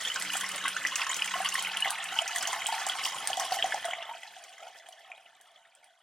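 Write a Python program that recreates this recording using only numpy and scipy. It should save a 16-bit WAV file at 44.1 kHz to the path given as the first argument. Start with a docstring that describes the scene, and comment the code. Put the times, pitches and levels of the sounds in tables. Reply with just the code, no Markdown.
"""Water spurts from a thin tube into a small plastic tank, close to a stereo microphone; it fades after four seconds.
Air bubbles are decaying sines that rise in pitch: large ones gulp, deeper and louder as the tank fills, small ones plink.
Droplets are short high rings with a noise snap and fizz. Damped air modes and noise echoes make the tank's hollow ring.
Behind: coloured outdoor noise, dull bumps, and a faint low hum and tones (sines) in about the first two seconds.
All dB values are relative levels within their layer."""
import sys
import numpy as np
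from scipy import signal
from scipy.fft import rfft, irfft, next_fast_len
from scipy.io import wavfile
from scipy.ndimage import uniform_filter1d

SR = 44100
rng = np.random.default_rng(int(sys.argv[2]) if len(sys.argv) > 2 else 0)


def bounce(signal):
    """Save signal as a 16-bit WAV file at the path given by the first command-line argument."""
    frames = np.transpose(np.atleast_2d(signal))
    limited = np.clip(frames, -1, 1)
    pcm = np.round(limited * 32767).astype(np.int16)
    wavfile.write(sys.argv[1], SR, pcm)


N = 265790
TIME_S = np.arange(N) / SR


def amp(db):
    """Decibels to gain."""
    return 10 ** (np.asarray(db) / 20)


def unit(x):
    """Scales to rms 1."""
    return x / np.sqrt(np.mean(x ** 2) + 1e-20)


def curve(rows, t_s, column=1):
    """Reads one column of a table along time."""
    rows = np.asarray(rows)
    return np.interp(t_s, rows[:, 0], rows[:, column])


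def read(points, hz):
    """Reads a spectrum on a log-frequency axis."""
    point_hz, value = np.transpose(points)
    return np.interp(np.log(hz + 1), np.log(point_hz + 1), value)


def add(mix, start_s, sound):
    """Mixes a sound in at start_s."""
    part = mix[max(round(start_s * SR), 0):][:len(sound)]
    part += sound[:len(part)]


def colour(x, points):
    """Filters by a spectrum in dB."""
    length = x.shape[-1]
    size = next_fast_len(length + 2048)
    gain = amp(read(points, np.fft.rfftfreq(size, 1 / SR)))
    return irfft(rfft(x, size) * gain, size)[..., :length]


def wobble(size):
    """A slow random waver of rms 1, smoothed twice over size samples."""
    smooth = uniform_filter1d(rng.standard_normal(N), size=size)
    return unit(uniform_filter1d(smooth, size=size))


# stream between splashes: (time [s], bubbling level [dB], spray level [dB])
STREAM_LEVEL = [(0, -38, -38.5), (0.6, -38, -44), (1.15, -36, -42), (1.55, -37, -39), (1.75, -35.5, -46.5),
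                (2.05, -37.5, -48), (2.4, -38, -45), (3.05, -37, -42), (3.15, -41, -43.5),
                (3.72, -38.5, -43.5), (4.02, -42, -57), (4.29, -52.5, -55), (4.75, -55.5, -62.5),
                (5.15, -56.5, -65), (5.36, -63, -71), (5.55, -63.5, -73.5), (6.02, -68, -75)]
# typical pitch of large bubbles: (time [s], pitch [Hz])
GULP_PITCH_HZ = [(0, 1290), (1.1, 1140), (1.4, 1110), (2.2, 846), (3.1, 1018), (3.5, 802), (4.1, 775),
                 (4.5, 694), (6, 748)]
# typical pitch of bright plinks: (time [s], pitch [Hz])
BRIGHT_PITCH_HZ = [(0, 3120), (0.6, 2850), (1.5, 2814), (2.6, 3030), (3.4, 3100), (6, 3290)]
GULP_SWELL, PLINK_SWELL = 2.9, 1  # dB per dB of splash swell
SHALLOW_GULP_DB, DEEP_GULP_DB, FILL_S = -17.5, -3.5, 3.5  # deeper water traps more large bubbles
BRIGHT_DB, BLIPS_DB = -10.5, -11.5


def stream():
    """Slugs of water stir gulps, plinks, spray and mist; clear blips fall evenly; gulps grow as the tank fills."""
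    drive = spurts(per_s=40, decay_s=0.0017, steady=0.29, slug=0.66)
    gulps = swarm(drive, curve(GULP_PITCH_HZ, TIME_S), octaves=0.787, cycles=3.8,
                  spread_db=3.5, rise=0.068, count=1700, size=1300)
    plinks = swarm(drive, 2031, octaves=2.004, cycles=4.2,
                   spread_db=2.5, rise=0.056, count=3200, size=750)
    bright = swarm(drive, curve(BRIGHT_PITCH_HZ, TIME_S), octaves=0.24, cycles=5.2,
                   spread_db=7.0, rise=0.023, count=1200, size=600, pinch=0.77)
    blips = swarm(np.ones(N), 1983, octaves=1.456, cycles=6.46,
                  spread_db=6.5, rise=0.05, count=560, size=1000, pinch=0.69)
    spray = swarm(drive, 6636, octaves=1.973, cycles=4.95,
                  spread_db=8.0, rise=0.15, count=7000, size=320)
    mist = port_noise(N, [(2500, 1.5), (4500, -1.0), (15000, -15.5)]) * drive
    spray_and_mist = unit(spray) + amp(0.5) * unit(mist)

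    bubbling_swell_db, spray_swell_db = splashing()
    bubbling_db = curve(STREAM_LEVEL, TIME_S, column=1)
    depth_db = np.interp(TIME_S, [0, FILL_S], [SHALLOW_GULP_DB, DEEP_GULP_DB])
    gulp_db = bubbling_db + depth_db + GULP_SWELL * bubbling_swell_db
    plink_db = bubbling_db + PLINK_SWELL * bubbling_swell_db
    spray_db = curve(STREAM_LEVEL, TIME_S, column=2) + spray_swell_db
    return (pour(gulps, gulp_db, modes_db=5, echo_db=0.0)
            + pour(plinks, plink_db - 2.0, modes_db=2.5, echo_db=1.5)
            + pour(bright, plink_db + BRIGHT_DB, modes_db=-7, echo_db=-19.5)
            + unit(blips) * amp(plink_db + BLIPS_DB)
            + pour(spray_and_mist, spray_db, modes_db=-6, echo_db=2))


def spurts(per_s, decay_s, steady, slug):
    """The stream breaks into slugs; each hits at once and its churn decays. Each loud bubble has a slug."""
    chance, strength = rng.random((2, N))
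    hits = (chance < per_s / SR) * strength
    hits[(np.array(LOUD_BUBBLES)[:, 0] * SR).astype(int)] = slug
    return steady + signal.lfilter([1], [1, -np.exp(-1 / (decay_s * SR))], hits)


# surges, some bubbling, some scattering: (time [s], length [s], bubbling swell [dB], spray swell [dB])
SURGES = [(0.163, 0.021, 2.5, -5), (0.32, 0.1, 2, 4.5), (0.646, 0.042, 5.5, -1), (0.977, 0.074, 3.5, 4.5),
          (1.059, 0.12, 1.5, 4.5), (1.447, 0.031, 4, 1.5), (1.532, 0.094, 1, 2.5), (1.842, 0.068, 3, 3.5),
          (2.139, 0.085, 1, 6.5), (2.307, 0.13, 1, 5), (2.468, 0.08, 2, 5.5), (2.714, 0.12, 1, 3.5),
          (3.052, 0.046, 0.5, 7.5), (3.394, 0.072, 2.5, 4.5), (3.52, 0.042, 3, 8.5), (3.85, 0.065, 1, 4),
          (4.605, 0.097, 3, 2.5), (4.768, 0.022, 0, 9.5), (5.077, 0.12, 1, -2.5), (5.438, 0.18, 1, 4),
          (5.822, 0.093, 2, 2)]
SPLASH_ATTACK_S, SPLASH_RELEASE_S = 0.0017, 0.0031


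def splashing():
    """Bubbling and spray swells in dB: each splash changes both quickly, holds and dies away."""
    swell_db = np.zeros((2, N))
    for start_s, length_s, bubbling_db, spray_db in SURGES:
        age_s = TIME_S - start_s
        attack = np.clip(age_s / SPLASH_ATTACK_S, 0, 1)
        release = np.exp(-np.clip((age_s - length_s) / SPLASH_RELEASE_S, 0, 20))
        swell_db += np.outer([bubbling_db, spray_db], attack * release)
    return swell_db


def bubble(t_s, hz, ring_s, rise, pinch=0.53):
    """A bubble swells, rings out, and rises in pitch as it nears the surface: by share rise per ring time."""
    age = t_s / ring_s
    swell = 1 - np.exp(-(t_s / (pinch * ring_s + 0.036 / hz)) ** 2)
    cycles = hz * t_s * (1 + rise * (np.minimum(age, 6) / 2 - 1))
    return swell * np.exp(-age) * np.sin(2 * np.pi * cycles)


SCATTER = 0.28  # left-right spread


def swarm(drive, pitch_hz, octaves, cycles, spread_db, rise, count, size, pinch=0.32):
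    """Many small bubbles of chance level, pitch, damping and place, scaled by the drive at their onset."""
    when, smallness, strength, damping, place, glide = rng.random((count, 6)).T[:, :, None]
    start = (when * N).astype(int)
    hz = (pitch_hz * np.ones(N))[start] * 2 ** (octaves * (smallness - .5))
    height = drive[start] * amp(spread_db * np.minimum(-np.log(1 - strength), 3))
    fade = np.cos(np.linspace(0, np.pi / 2, size))  # no click at the end
    ring_s = cycles * (.5 + damping) / hz
    rings = height * fade * bubble(np.arange(size) / SR, hz, ring_s, 2 * rise * glide, pinch)
    at = (start + np.arange(size)).ravel()
    pan = SCATTER * (place - .5)
    return np.array([np.bincount(at, (rings * (1 + side * pan)).ravel(), N)[:N] for side in (-1, 1)])


# colour of churning water: (frequency [Hz], level [dB])
CHURN_COLOUR = [(60, -56), (300, -8.5), (560, -12.5), (680, -5.5), (900, -6), (990, -6), (1100, -7),
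                (1550, -2), (2000, 4), (2400, -4), (2850, 1.5), (3300, 2.5), (3550, -3), (4300, 1.5),
                (5600, 6), (9000, 8.5), (12500, 7), (15500, 8.5)]


def pour(water, level_db, modes_db, echo_db):
    """Rings the water in the tank, evens its slow power, then sets its level curve."""
    wet = tank(colour(water, CHURN_COLOUR), modes_db, echo_db, echo_t60_s=0.014)
    power = (wet ** 2).mean(0)
    for _ in range(2):
        power = uniform_filter1d(power, size=3600)
    return wet / np.sqrt(abs(power) + 1e-12) * amp(level_db)


# air modes of the tank: (frequency [Hz], level [dB], t60 [s])
TANK_MODES = [(632, -16, 1), (681.7, 6, 0.15), (735, 0.5, 0.14), (776.3, 1, 0.072), (904, 3.5, 0.25),
              (1083, 4.5, 0.13), (1505, 5.5, 0.13), (1987, -0.5, 0.05), (2353, 5, 0.075), (2471, 7.5, 0.09)]
# colour of scattered echoes: (frequency [Hz], level [dB])
ECHO_COLOUR = [(100, -6), (600, -8.5), (3200, -1.5), (7000, -2), (15000, -4.5)]


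def tank(x, modes_db, echo_db, echo_t60_s):
    """Direct sound, damped air modes, and noise echoes that change as the surface heaves."""
    x, t_s = np.atleast_2d(x), np.arange(SR // 5) / SR
    ringing = np.zeros(len(t_s))
    for hz, db, t60_s in TANK_MODES:
        per_sample = 2 * np.log(1000) / (t60_s * SR)
        ringing += amp(db - 60 * t_s / t60_s) * np.cos(2 * np.pi * hz * t_s) * per_sample
    out = x + signal.oaconvolve(x, (amp(modes_db) * ringing)[None], axes=1)[:, :N]
    # three echo patterns trade places at 2 Hz, a third of a turn apart
    for share in np.sin(2 * np.pi * (2 * TIME_S + np.arange(3)[:, None] / 3)):
        decay = amp(-60 * t_s / echo_t60_s) + amp(-15.5 - 60 * t_s / 0.18)
        echoes = port_noise(len(t_s), ECHO_COLOUR) * decay * np.minimum(t_s / 0.002, 1)
        echoes = amp(echo_db) * echoes / np.linalg.norm(echoes[0])
        out = out + signal.oaconvolve(x * share, echoes, axes=1)[:, :N]
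    return out


# likeness of the two microphone ports: (frequency [Hz], correlation [0-1])
PORT_LIKENESS = [(60, 0.76), (300, 0.46), (700, 0.96), (3000, 1), (5000, 0.58), (8000, 0.06), (15000, 0.84)]


def port_noise(size, points):
    """Coloured noise as the two ports hear it: partly alike."""
    hz = np.fft.rfftfreq(size, 1 / SR)
    a, b = rfft(rng.standard_normal((2, size)))
    alike = np.clip(read(PORT_LIKENESS, hz), -1, 1)
    ports = np.array([a, alike * a + np.sqrt(1 - alike ** 2) * b])
    return unit(irfft(ports * amp(read(points, hz)), size))


# single loud bubbles: (time [s], level [dB], pitch [Hz], ring time [s])
LOUD_BUBBLES = [(.0499, -21.5, 3260, 0.003), (.0735, -24, 3420, 0.0046), (.1, -23, 3020, 0.0084),
                (.1171, -28, 3040, 0.0032), (.159, -23, 1620, .005), (.162, -34.5, 1068, 0.016),
                (.3014, -22.5, 2890, 0.0019), (.3345, -25.5, 2870, 0.0034), (.338, -34, 918, 0.0049),
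                (.352, -29.5, 780, 0.005), (.433, -32, 1075, 0.0067), (.441, -27, 2030, 0.0067),
                (.652, -22, 1120, 0.0047), (.655, -24.5, 2050, 0.0087), (.7646, -21, 1520, 0.0037),
                (.8502, -13.5, 1950, 0.0023), (.8645, -22, 2630, 0.00069), (.919, -36, 1060, 0.013),
                (.9597, -22, 2740, 0.0015), (1.017, -20.5, 2620, 0.0021), (1.0988, -28.5, 1044, 0.013),
                (1.2212, -12.5, 2800, 0.00079), (1.338, -25, 1062, 0.011), (1.3385, -25, 2980, 0.0034),
                (1.355, -31, 730, 0.012), (1.4025, -25, 763, 0.012), (1.446, -26, 2090, 0.0022),
                (1.4577, -18.5, 2890, 0.0041), (1.523, -25.5, 2820, 0.0035), (1.5544, -16, 1870, 0.0012),
                (1.579, -27, 2140, 0.0031), (1.582, -28, 1040, .005), (1.6485, -20, 2630, .0008),
                (1.67, -23, 2120, .0018), (1.7693, -17.5, 3090, 0.0015), (1.8227, -17, 2920, 0.0049),
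                (1.8472, -19, 2070, 0.0017), (1.856, -30, 771, 0.0044), (1.874, -27, 740, 0.0017),
                (1.926, -34, 904, 0.013), (2.163, -31, 897, 0.0094), (2.1885, -9, 3040, 0.0015),
                (2.189, -30.5, 918, 0.011), (2.218, -33.5, 708, 0.011), (2.3605, -22, 1870, 0.0025),
                (2.427, -33, 2213, 0.003), (2.4527, -22, 3065, 0.0026), (2.528, -28, 1020, 0.014),
                (2.561, -30, 846, 0.013), (2.619, -26, 2180, .003), (2.66, -18.5, 3020, 0.0012),
                (2.687, -25.5, 897, 0.0086), (2.724, -22.5, 896, 0.0076), (2.739, -30.5, 872, 0.021),
                (2.868, -23.5, 800, 0.0031), (2.8959, -18, 3270, .0025), (2.985, -31, 2240, .005),
                (3.0525, -24, 2720, 0.0016), (3.144, -30, 1040, .009), (3.301, -24.5, 750, 0.0051),
                (3.331, -17, 3120, 0.0014), (3.374, -23, 750, 0.0088), (3.396, -26.5, 800, .0054),
                (3.5205, -19.5, 748, 0.0065), (3.568, -27, 788, 0.0055), (3.5875, -25, 3000, .006),
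                (3.625, -10.5, 3060, 0.00076), (3.642, -21, 743, 0.0073), (3.7217, -21.5, 1720, 0.0044),
                (3.7428, -22.5, 823, 0.0044), (3.8545, -28.5, 700, 0.006), (3.8845, -27.5, 697, 0.0099),
                (3.9093, -24, 3100, .0013), (3.932, -29.5, 817, 0.0075), (3.9343, -21, 2130, 0.0018),
                (4.0245, -29, 2860, 0.0025), (4.091, -31, 877, 0.0073), (4.111, -33, 945, 0.014),
                (4.231, -34.5, 1990, 0.0034), (4.364, -43.5, 748, 0.012), (4.58, -44, 2051, 0.0031),
                (4.625, -43.5, 703, 0.014), (4.667, -40.5, 720, 0.0052), (4.758, -43, 1870, 0.0026),
                (4.799, -45, 2020, 0.0036), (4.8665, -41, 3170, 0.0019), (4.8868, -42, 726, .01),
                (5.1, -45.5, 726, 0.011), (5.117, -29.5, 2380, 0.00081), (5.2608, -44, 2880, 0.0017),
                (5.559, -46, 3370, 0.0043), (5.653, -48, 1830, .0023), (5.831, -51, 2200, 0.0025)]
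BUBBLE_RISE, PINCH_S = 0.033, 0.00088  # pitch share per ring time; pinch-off time
PLOP_BELOW_HZ, PLOP_DB, PLOP_RATIO, PLOP_S = 1200, -4.5, 0.593, 0.0011


def loud_bubbles():
    """Air pockets pinch off, ring and rise; behind large ones the cavity collapses with a short, lower plop."""
    out, t_s = np.zeros(N), np.arange(SR // 16) / SR
    for start_s, db, hz, ring_s in LOUD_BUBBLES:
        tone = bubble(t_s, hz, ring_s, BUBBLE_RISE, pinch=PINCH_S / ring_s)
        sound = tone / abs(tone).max()
        if hz < PLOP_BELOW_HZ:
            sound = sound + amp(PLOP_DB) * bubble(t_s, hz * PLOP_RATIO, PLOP_S, rise=0.05)
        add(out, start_s, amp(db) * sound)
    return amp(-2.0) * tank(out, modes_db=-2, echo_db=-9, echo_t60_s=0.025)


# droplets on the surface: (time [s], level [dB], pitch [Hz])
DROPLET_HITS = [(.143, -38.5, 7650), (.198, -37, 10350), (.223, -33, 7750), (0.3691, -30.5, 7800),
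                (0.4098, -36, 8900), (0.49, -36, 9450), (0.518, -40, 7800), (.56, -37.5, 9000),
                (0.6816, -32, 9600), (0.8708, -34.5, 6220), (0.9567, -29, 6750), (1.1436, -34.5, 6240),
                (1.166, -35.5, 6900), (1.245, -37.5, 7300), (1.2595, -41, 8160), (1.4886, -33, 6180),
                (1.6245, -33.5, 9540), (1.7717, -37, 10100), (1.8052, -34.5, 9300), (1.9055, -30.5, 9960),
                (2.041, -37, 8600), (2.278, -34, 6270), (2.3603, -31, 8300), (2.384, -34.5, 6600),
                (2.426, -33.5, 8160), (2.4731, -32, 6280), (2.5308, -38, 6730), (2.6675, -29, 8000),
                (2.8662, -32.5, 7500), (2.888, -36, 9000), (3.0386, -36, 5130), (3.0498, -33, 5200),
                (3.2736, -27.5, 8500), (3.371, -37.5, 6860), (3.3979, -31.5, 5600), (3.542, -42, 6300),
                (3.7438, -40.5, 5700), (3.854, -39, 8660), (4.2338, -56, 7240), (4.439, -49.5, 6700),
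                (4.6808, -57.5, 5960), (4.8878, -51.5, 9550), (4.9242, -56.5, 6000), (5.4125, -56.5, 10500),
                (5.751, -57.5, 8460), (5.843, -58.5, 9200)]
# colour of droplets: (frequency [Hz], level [dB])
DROPLET_COLOUR = [(200, -25.5), (3000, 0), (5500, 2), (10000, 3.5), (13000, 0.5)]
DROPLET_CYCLES = 4.3  # ring time in cycles
SNAP_DB, SNAP_S, FIZZ_DB, FIZZ_S = -8, 0.00044, -19, 0.0044


def droplets():
    """A droplet snaps on the surface and rings; a short noise fizz swells and dies behind it."""
    out, t_s = np.zeros(N), np.arange(SR // 25) / SR
    age = t_s / FIZZ_S
    snap_and_fizz = amp(SNAP_DB) * np.exp(-t_s / SNAP_S) + amp(FIZZ_DB) * age * np.exp(-age)
    for start_s, db, hz in DROPLET_HITS:
        ring = bubble(t_s, hz, DROPLET_CYCLES / hz, rise=0.13)
        noise = snap_and_fizz * rng.standard_normal(len(t_s))
        add(out, start_s, amp(db) * (ring + noise))
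    out = colour(out, DROPLET_COLOUR)
    return amp(17.5) * tank(out, modes_db=-13, echo_db=-4, echo_t60_s=0.012)


# soft handling bumps: (time [s], level [dB])
HANDLING_BUMPS = [(0.18, -60), (0.46, -58), (3.169, -52)]
# colour of the bumps: (frequency [Hz], level [dB])
BUMP_COLOUR = [(100, -30), (200, -5), (245, -1), (310, -2), (600, -20), (1500, -70)]
BUMP_S = 0.015  # time to peak


def bumps():
    """Dull noise bumps from handling, inverted and weaker at the right port."""
    out, t_s = np.zeros(N), np.arange(SR // 5) / SR
    age = t_s / BUMP_S
    for start_s, db in HANDLING_BUMPS:
        thud = unit(colour(rng.standard_normal(len(t_s)), BUMP_COLOUR))
        add(out, start_s, amp(db) * age * np.exp(1 - age) * thud)
    return out * np.array([[1], [-.4]])


# hum: (time [s], pitch [Hz], level [dB])
HUM_TRACK = [(.12, 178.7, -73), (.24, 188, -57), (.84, 184.5, -60.5), (1.06, 189.5, -82),
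             (1.24, 187, -56.5), (1.4, 187, -61), (1.78, 187, -58.5), (1.92, 169.3, -69), (2.1, 173, -65),
             (2.25, 169, -77)]
# faint tones: (start [s], end [s], pitch [Hz], level [dB])
FAINT_TONES = [(0.187, 0.443, 291.6, -56), (0.606, 0.73, 290, -55.5), (0.755, 0.944, 290, -57),
               (0.955, 1.593, 321.6, -64), (1.456, 1.82, 374, -63)]
HUM_WAVER_DB, TONE_WAVER_HZ = 2, 2.5  # rms


def hum_and_tones():
    """A wavering low sine with a weak octave comes and goes beside short faint sines; all waver in level."""
    turn = 2 * np.pi * np.cumsum(curve(HUM_TRACK, TIME_S) + 2.6 * wobble(size=1200)) / SR
    hum = amp(curve(HUM_TRACK, TIME_S, column=2)) * (np.sin(turn) + amp(-18.0) * np.sin(2 * turn))
    hum = hum * (TIME_S < HUM_TRACK[-1][0])
    tones = np.zeros(N)
    for start_s, end_s, hz, db in FAINT_TONES:
        size = round((end_s - start_s) * SR)
        turn = 2 * np.pi * np.cumsum(hz + TONE_WAVER_HZ * wobble(size=900)[:size]) / SR
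        add(tones, start_s, amp(db) * np.sin(turn) * signal.windows.tukey(size, .8))
    left_right_gain = amp([[3], [-2]])
    return (hum * left_right_gain + tones) * amp(HUM_WAVER_DB * wobble(size=1500) - 2.0)


# colour of outdoor air: (frequency [Hz], level [dB per Hz])
AIR_COLOUR = [(20, -7), (60, -8.5), (120, -1.5), (230, 1.5), (330, -2), (600, 8), (2000, 5.5),
              (16000, -12.5)]
# level of outdoor air: (time [s], level [dB])
AIR_TRACK = [(0, -49), (.25, -49.5), (1.5, -49.5), (2.1, -53.5), (3.05, -51), (3.4, -47), (3.85, -51),
             (4.05, -63), (4.6, -70.5), (5.2, -72.5), (6, -79)]


def outdoor_air():
    """Coloured noise with a lumpy level."""
    return port_noise(N, AIR_COLOUR) * amp(curve(AIR_TRACK, TIME_S) + 3.6 * wobble(size=900))


def scene():
    """Water in the tank over the background."""
    return stream() + loud_bubbles() + droplets() + bumps() + hum_and_tones() + outdoor_air()


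# phase lag of the right port: (frequency [Hz], phase [rad])
PORT_LAG = [(3500, 0.25), (5200, 0.19), (6300, 0.98), (7300, 1.35), (8300, 0.88), (11500, 2.59),
            (16000, 3.7)]
EDGE_HZ = 15940


def record(dry):
    """Colours the left port, lags the right in phase, mostly in the treble, then low-passes both."""
    size = next_fast_len(N + 2048)
    lag = np.exp(-1j * read(PORT_LAG, np.fft.rfftfreq(size, 1 / SR)))
    left = colour(dry[0], [(200, 0.42), (700, -0.63), (4000, -0.18), (8000, -1.0)])
    right = irfft(rfft(dry[1], size) * lag, size)[:N] * amp(0.26)
    low_pass = signal.firwin(511, EDGE_HZ, window=("kaiser", 9), fs=SR)
    return signal.oaconvolve(np.array([left, right]), low_pass[None], "same")


dry = scene()
out = record(dry)
bounce(out)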